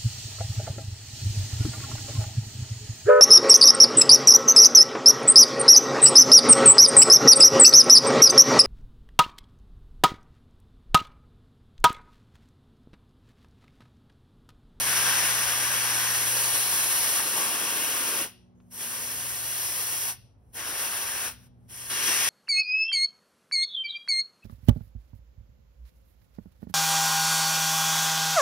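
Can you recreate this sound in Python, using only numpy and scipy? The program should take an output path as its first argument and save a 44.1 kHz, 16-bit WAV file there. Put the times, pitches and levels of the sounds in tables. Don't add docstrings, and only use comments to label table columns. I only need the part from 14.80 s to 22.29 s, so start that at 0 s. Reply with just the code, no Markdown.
import sys
import numpy as np
from scipy import signal
from scipy.fft import rfft, irfft
from scipy.io import wavfile
from scipy.ndimage import uniform_filter1d

SR = 44100
rng = np.random.default_rng(int(sys.argv[2]) if len(sys.argv) > 2 else 0)


def master_out(mix):
    frames = np.transpose(np.atleast_2d(mix))
    ceiling = np.clip(frames, -1, 1)
    pcm = np.round(ceiling * 32767).astype(np.int16)
    wavfile.write(sys.argv[1], SR, pcm)


N = 330309

# cracks open in seconds, seats on the pin in seconds, time to seat in seconds,
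# let go in seconds, time to shut in seconds, first thin jet in relative dB, full flow in relative dB,
# opening in dB, low rush of air brushing the fingers in dB, top fizz in dB,
# edge resonance in Hz, its width in Hz, its boost in dB.
PRESSES = [(-0.3, -0.2, .03, 3.418, .075, -46, -28, -1, -3, -0.5, 11080, 1097, 2),
           (3.899, 3.971, .04, 5.302, 0.049, -43.5, -35, -1.7, -1, 0, 12970, 900, 3.5),
           (5.723, 5.743, 0.043, 6.47, 0.069, -40.5, -39, 4, 1.5, 1.5, 10280, 1400, 2),
           (6.878, 7.095, .012, 7.606, .07, -45, -31, 0, -0.7, -2.5, 2750, 1900, 3)]
SEEP_S = 0.15

TIME = np.arange(N) / SR
FRAME, HOP = 1024, 256
HZ = np.fft.rfftfreq(FRAME, 1 / SR)
FRAME_S = np.arange(N // HOP + 5) * HOP / SR


def amp(db):
    return 10 ** (np.asarray(db) / 20)


def unit(x):
    return x / np.sqrt(np.mean(x ** 2) + 1e-20)


def over_hz(points, hz=HZ):
    f, value = np.transpose(points)
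    return np.interp(np.log(hz + 1), np.log(f + 1), value)


def over_time(rows, t):
    s, *columns = np.transpose(rows)
    return [np.interp(t, s, column) for column in columns]


def ramp(t, start, length):
    return np.clip((t - start) / length, 0, 1)


def bump(centre_hz, width_hz):
    return 1 / (1 + (2 * (HZ - centre_hz) / width_hz) ** 2)


def blend(first, other, likeness):
    likeness = np.clip(likeness, -1, 1)
    return likeness * first + np.sqrt(1 - likeness ** 2) * other


def noise_pair(likeness):
    a, b, c, d = rng.standard_normal((4, len(FRAME_S), len(HZ)))
    left = a + 1j * b
    return np.array([left, blend(left, c + 1j * d, likeness)])


def to_sound(spectra):
    return signal.istft(spectra.swapaxes(-1, -2), nperseg=FRAME, noverlap=FRAME - HOP)[1][..., :N]


def wander(rate_hz):
    hz = np.fft.rfftfreq(N, 1 / SR)
    return unit(irfft(rfft(rng.standard_normal(N)) / (1 + (hz / rate_hz) ** 4), N))


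def patches(size=14):
    chance = rng.standard_normal((len(FRAME_S), len(HZ)))
    over_frames = uniform_filter1d(chance, size, axis=0)
    return unit(uniform_filter1d(over_frames, size // 2, axis=1))


def press_at(t):
    return np.searchsorted([row[0] - SEEP_S for row in PRESSES[1:]], t)


def valve(t):
    # start in seconds,
    # length in seconds, then the change in dB of flow, of opening, of brushing and of top fizz.
    shifts = [(0.013, .1, 1, 4.5, -0.5, 0.5), (0.41, 0.22, -2, -1, 0, 0.5), (1.25, 0.36, 1.7, -3.9, -.5, 1),
              (2.4, 0.014, -3, 1.6, 4, 1), (2.51, 0.037, 1.5, 0.36, 3, -1.5),
              (2.642, 0.13, -1.7, 0.86, 1, 0), (2.88, .08, -0.7, 0, 0, 3), (4.2, 0.087, 0.3, -0.5, -1, 1.5),
              (4.57, 0.22, 2.5, -.5, -2.5, 0.5), (5.2, .07, 0.7, -0.5, -.5, 0),
              (5.839, .03, 2.5, -1.36, 1, 1.5), (5.959, 0.027, 4, -1.2, -5, 0),
              (6.023, .07, -2.5, 0.65, 2, 1), (7.186, 0.09, 4.5, -0.6, -5, -0.5)]
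    # start in seconds, end in seconds, flow in relative dB.
    leak_start, leak_end, leak_db = (6.5, 6.668, -66.5)
    seep_db, seep_rise_db_per_s = -75.5, 122
    crack_s, crack_opening_db = 0.014, -4.5
    creep_db_per_s = 34
    shut_db, shut_curve = 21, 1.3
    leak_stop_db_per_s = 700

    press = press_at(t)
    columns = np.array(PRESSES)[press].T
    crack, seat, seat_s, let_go, shut_s, crack_db, full_db, opening, brushing, fizz, *edge = columns
    for s, length, more_flow, more_opening, more_brushing, more_fizz in shifts:
        moved = ramp(t, s, length) * (press == press_at(s))
        full_db = full_db + moved * more_flow
        opening = opening + moved * more_opening
        brushing = brushing + moved * more_brushing
        fizz = fizz + moved * more_fizz

    cracked = 1 - np.exp(-np.maximum(t - crack, 0) / crack_s)
    seated = ramp(t, seat, seat_s)
    seeping_db = seep_db - seep_rise_db_per_s * np.maximum(crack - t, 0)
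    creeping_db = crack_db + creep_db_per_s * (t - crack)
    thin_db = (1 - cracked) * seeping_db + cracked * creeping_db
    shutting_db = shut_db * (np.maximum(t - let_go, 0) / shut_s) ** shut_curve
    flow_db = (1 - seated) * thin_db + seated * full_db - shutting_db

    leaking_db = leak_db - leak_stop_db_per_s * np.maximum(t - leak_end, 0)
    flow_db = np.where(t > leak_start, np.maximum(flow_db, leaking_db), flow_db)
    opening = (1 - seated) * crack_opening_db + seated * opening
    return flow_db, opening, 1 - seated, brushing, fizz, edge


def passing_colour(fade_s=0.11):
    # peak in seconds, length in seconds, centre in Hz, width in Hz, boost in dB.
    puffs = [(2.398, .045, 1200, 900, 5), (2.583, .07, 800, 546, 5), (3.422, 0.033, 380, 499, 8),
             (3.462, .025, 483, 600, 9.5), (3.784, 0.12, 6600, 1300, 20), (5.802, .04, 552, 401, 4),
             (7.3, .14, 330, 200, 8)]
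    # start in seconds, end in seconds, centre in Hz, width in Hz, change in dB.
    passing_bands = [(1.45, 2.45, 4150, 450, 3), (2.4, 3.5, 1800, 600, -1.8), (2.6, 3.5, 1100, 220, 2),
                     (2.6, 3.5, 2950, 600, 1.7), (3.8, 4.9, 820, 347, -1.5), (4.65, 5.4, 5400, 900, 1.5),
                     (5.6, 6.6, 700, 600, 1.8), (6.8, 7.6, 750, 700, -2.5), (7.1, 7.6, 1900, 701, 2),
                     (7.1, 7.6, 5600, 1400, 2.5)]
    t = FRAME_S[:, None]
    colour_db = 0
    for s, length, hz, width, db in puffs:
        colour_db = colour_db + db * np.exp(-(2 * (t - s) / length) ** 2) * bump(hz, width)
    for start, end, hz, width, db in passing_bands:
        present = ramp(t, start, fade_s) - ramp(t, end, fade_s)
        colour_db = colour_db + db * present * bump(hz, width)
    return colour_db


def jet_colour(opening, thinness, brushing_db, fizz_db, edge):
    # frequency in Hz, relative dB per Hz.
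    bare_jet = [(60, -24), (150, -16), (300, -11), (800, -6.4), (2000, -5.5), (3700, -8), (4700, -8.3),
                (6400, -4.8), (7200, -4.2), (8500, -2), (10400, -2.7), (12000, -5.3), (13900, -5),
                (15400, -1.8)]
    # frequency in Hz, dB per dB of opening.
    widening = [(200, 0.35), (350, 0.2), (700, 0.37), (1100, 0.9), (1330, 1.36), (1620, 1.53), (2000, 1.03),
                (2500, 1.1), (3300, 0.76), (4300, .5), (6000, 0.53), (9000, 0), (11000, 0), (14500, -0.07)]
    # frequency in Hz, change in dB.
    thin_colour = [(400, -0.5), (1100, 0), (1600, 1.5), (2600, -2), (3300, 0), (3750, -3.5), (4200, -0.5),
                   (4800, -3), (5600, 2), (7000, -0.5), (9000, 0.5)]
    fizz_hz, fizz_width_hz = 14800, 3900
    brush_hz, brush_width_hz = 330, 480
    patchy_db = 0.69
    edge_hz, edge_width_hz, edge_db = edge

    colour_db = over_hz(bare_jet) + opening[:, None] * over_hz(widening)
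    colour_db += thinness[:, None] * over_hz(thin_colour)
    colour_db += fizz_db[:, None] * bump(fizz_hz, fizz_width_hz)
    colour_db += brushing_db[:, None] * bump(brush_hz, brush_width_hz)
    colour_db += edge_db[:, None] * bump(edge_hz[:, None], edge_width_hz[:, None])
    return colour_db + passing_colour() + patchy_db * patches()


def hollows_colour(opening, brushing_db):
    # frequency in Hz, width in Hz, left boost in dB, right boost in dB.
    hollows = [(336, 98, 3.5, 4), (535, 87, 3, 3.5), (941, 250, 0.7, 0.5), (1113, 200, 2.6, 3),
               (1567, 270, 5, 2), (1870, 235, .5, 2.5), (2194, 104, 2.5, -1), (2747, 287, 4.5, 4),
               (3276, 307, 3.5, 4.8), (4110, 220, 3.5, 0.3), (5380, 420, 4.5, 2), (9370, 690, 2, 1.5),
               (11040, 380, 4, 4), (13400, 810, 1.5, 1.5)]
    # frequency in Hz, width in Hz, left change in dB, right change in dB.
    dips = [(620, 50, -2, -.5), (1300, 55, -6, .5), (1320, 50, 0.9, -5), (2080, 79, -4.5, 0),
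            (2440, 100, -3.5, 0), (3000, 80, 1, -0.5), (3850, 90, -2.5, -1.1), (4400, 55, -2, 0.5),
            (4850, 300, -0.9, 0.5), (6030, 131, -1, 0), (10600, 104, -1.5, -1), (13637, 280, -5.5, -5.1)]
    drift_share, drift_hz = 0.0046, 1.2
    head_hz, head_width_hz, head_base_db = 5880, 320, 4.5
    damping, drive = 0.32, 0.22

    drift = 1 + drift_share * np.interp(FRAME_S, TIME, wander(drift_hz))[:, None]
    colour_db = 0
    for hz, width, left_db, right_db in [*hollows, *dips]:
        colour_db = colour_db + np.multiply.outer([left_db, right_db], bump(hz * drift, width))
    head_db = head_base_db - damping * brushing_db[:, None] + drive * opening[:, None]
    return colour_db + head_db * bump(head_hz * drift, head_width_hz)


def jet(level_db=5.5, flutter_db=0.48, flutter_hz=30):
    # frequency in Hz, radians by which left leads.
    port_phase = [(100, .1), (330, .2), (520, .65), (1200, .8), (1500, 1.1), (1800, 0), (2130, .9),
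                  (2420, .1), (2800, 1.1), (3550, 1.6), (3880, .7), (4080, -2.2), (4300, -.3), (5200, -.2),
                  (6900, -3.1), (7700, -3.3), (9000, -4.7), (11000, -6.28), (13000, -7.9), (14000, -9.25),
                  (15000, -9.6), (15800, -10.2)]
    # frequency in Hz, likeness of the ports from 0 to 1.
    port_likeness = [(200, .95), (900, .84), (1150, .9), (1520, .5), (1800, .97), (2100, .7), (2420, .95),
                     (2950, .78), (3300, .84), (3700, .4), (4100, .28), (4350, .6), (4800, .75),
                     (6400, .65), (6900, .99), (7700, .99), (8300, .88), (11000, .94), (13000, .82),
                     (14200, .98), (15700, .86)]
    # frequency in Hz, left minus right in dB.
    port_balance = [(100, .5), (450, 2), (740, 3.5), (1220, 5.5), (2010, 2), (3330, 3), (4700, 2.5),
                    (5600, 6), (6400, 3), (6900, 0), (15000, 0)]

    flow_db, opening, thinness, brushing_db, fizz_db, edge = valve(FRAME_S)
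    colour_db = jet_colour(opening, thinness, brushing_db, fizz_db, edge)
    air = noise_pair(over_hz(port_likeness)) * amp(colour_db + hollows_colour(opening, brushing_db))
    lean = amp(over_hz(port_balance) / 2)
    ports = np.array([lean, np.exp(-1j * over_hz(port_phase)) / lean])
    hiss = unit(to_sound(air * ports[:, None]))
    flow_now_db = np.interp(TIME, FRAME_S, flow_db)
    return hiss * amp(level_db + flow_now_db + flutter_db * wander(flutter_hz))


def yard(x, first_s=0.009, likeness=0.8):
    # frequency in Hz, time to fall by 60 dB in seconds.
    decay = [(250, 0.5), (1000, 0.23), (3500, 0.46), (8000, 0.44), (14000, 0.25)]
    # frequency in Hz, level of the tail in dB against the direct sound.
    tail_db = [(250, -19), (1500, -11), (4000, -12.5), (5800, -15), (7300, -32), (9000, -19),
               (15000, -19.5)]
    a, b = rng.standard_normal((2, SR)) * (np.arange(SR) > first_s * SR)
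    taps = np.array([a, blend(a, b, likeness)])
    hz, t, z = signal.stft(taps, SR, nperseg=256)
    t60 = over_hz(decay, hz)[:, None]
    even = np.sqrt(2 * np.log(1000) / (t60 * SR))
    fading = amp(over_hz(tail_db, hz)[:, None] - 60 * t / t60)
    tail = signal.istft(z * even * fading, SR, nperseg=256)[1]
    return signal.fftconvolve(x, tail, axes=1)[:, :N]


def motor(waver_db=1.9, drift_hz=0.12, lead=1.0):
    # time in seconds, frequency in Hz, level in dB.
    main_hum = [(0.1, 122.3, -49), (1.56, 121, -47.5), (2.48, 121.5, -59), (3, 121.3, -67),
                (3.67, 121.1, -68), (4.45, 122, -53), (5.45, 122, -57.5), (5.51, 121.6, -66),
                (7.24, 121.6, -55.5), (7.3, 121, -55.5)]
    # time in seconds, then levels of the 3rd, 4th and 6th in dB.
    other_orders = [(0, -55.5, -55.5, -73), (0.6, -58.5, -60.5, -75), (1.3, -65, -63, -77),
                    (2.05, -74, -66, -73), (2.45, -69.5, -62, -75), (3.6, -67, -68, -69),
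                    (3.9, -63, -62, -79), (4.35, -66, -58, -80), (4.9, -72, -69, -80),
                    (5.55, -84, -77, -83), (6.15, -77, -62, -80), (6.65, -70, -62.5, -81),
                    (6.95, -66.5, -66.5, -81), (7.49, -73, -59, -74)]
    shaft_db = -68
    main_hz, main_db = over_time(main_hum, TIME)
    turn = 2 * np.pi * np.cumsum(main_hz / 2 + drift_hz * wander(3.3)) / SR
    lines = [(2 * turn, main_db)]
    for order, db in zip((1, 3, 4, 6), [shaft_db, *over_time(other_orders, TIME)]):
        lines.append((order * turn, db + waver_db * wander(0.52)))
    ports = lead * np.array([[0.5], [-0.5]])
    tones = sum(amp(db) * np.sin(phase + ports + 2 * np.pi * rng.random()) for phase, db in lines)
    return np.sqrt(2) * tones


def second_hum(waver_db=1.9):
    hz, db = (103, -66)
    level = amp(db + waver_db * wander(1.5))
    return np.sqrt(2) * level * np.sin(2 * np.pi * hz * TIME + wander(2.2))


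def ambient(level_db=-61, rumble_hz=110):
    # frequency in Hz, relative dB per Hz.
    spectrum = [(15, -41), (28, -11), (42, -10.5), (58, 0.5), (78, -1.5), (104, -3), (150, -8.5),
                (240, -10), (330, -17.5), (520, -18), (750, -19.5), (1400, -31.5), (3000, -41), (8000, -57),
                (15000, -59)]
    # frequency in Hz, left-right likeness from 0 to 1.
    port_alike = [(60, 0.95), (200, 0.88), (400, 0.65), (700, .1), (4000, 0.16)]
    # time in seconds, gain of the low rumble in dB.
    rumble_swell = [(0, 9), (2.1, 0), (2.7, -11), (3.7, -8.5), (4.2, 3.5), (7.49, 5.5)]
    hz = np.fft.rfftfreq(N, 1 / SR)
    left, other = rfft(rng.standard_normal((2, N)))
    pair = np.array([left, blend(left, other, over_hz(port_alike, hz))])
    air = unit(irfft(pair * amp(over_hz(spectrum, hz)), N))
    rumble = irfft(rfft(air) / (1 + (hz / rumble_hz) ** 4), N)
    swell_db, = over_time(rumble_swell, TIME)
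    return amp(level_db) * (air - rumble + amp(swell_db) * rumble)


def tick(bright_hz, ring_db=-11, snap_t60=0.04, rise_s=0.0022):
    # frequency in Hz, relative level in dB, fall by 60 dB in seconds.
    gauge_modes = [(1050, 6, 0.066), (1640, -3, .04), (2407, -8, .03), (3450, -10, .02)]
    t = np.arange(SR // 5) / SR
    ring = 0
    for hz, db, t60 in gauge_modes:
        ring = ring + amp(db - 60 * t / t60) * np.sin(2 * np.pi * (hz * t + rng.random()))
    b, a = signal.butter(3, min(bright_hz, SR / 3), fs=SR)
    grit = unit(signal.lfilter(b, a, rng.standard_normal(len(t))))
    return ramp(t, 0, rise_s) * (amp(ring_db) * ring + amp(-60 * t / snap_t60) * grit)


def handling():
    # start in seconds, level in dB, brightness in Hz.
    knocks = [(3.8, -61.5, 3200), (6.668, -64, 3600)]
    out = np.zeros(N)
    for s, db, bright_hz in knocks:
        sound = amp(db) * tick(bright_hz)
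        part = out[round(s * SR):][:len(sound)]
        part += sound[:len(part)]
    return out


def scene():
    near = jet() + handling()
    return near + yard(near) + motor() + second_hum() + ambient()


def record(dry, low_cut_hz=38, cutoff_hz=15780):
    low_cut = signal.butter(2, low_cut_hz, "highpass", fs=SR, output="sos")
    thin = signal.sosfilt(low_cut, dry)
    band_limit = signal.firwin(1023, cutoff_hz, window=("kaiser", 9), fs=SR)
    return signal.oaconvolve(thin, band_limit[None], "same", axes=1)


dry = scene()
out = record(dry)
master_out(out)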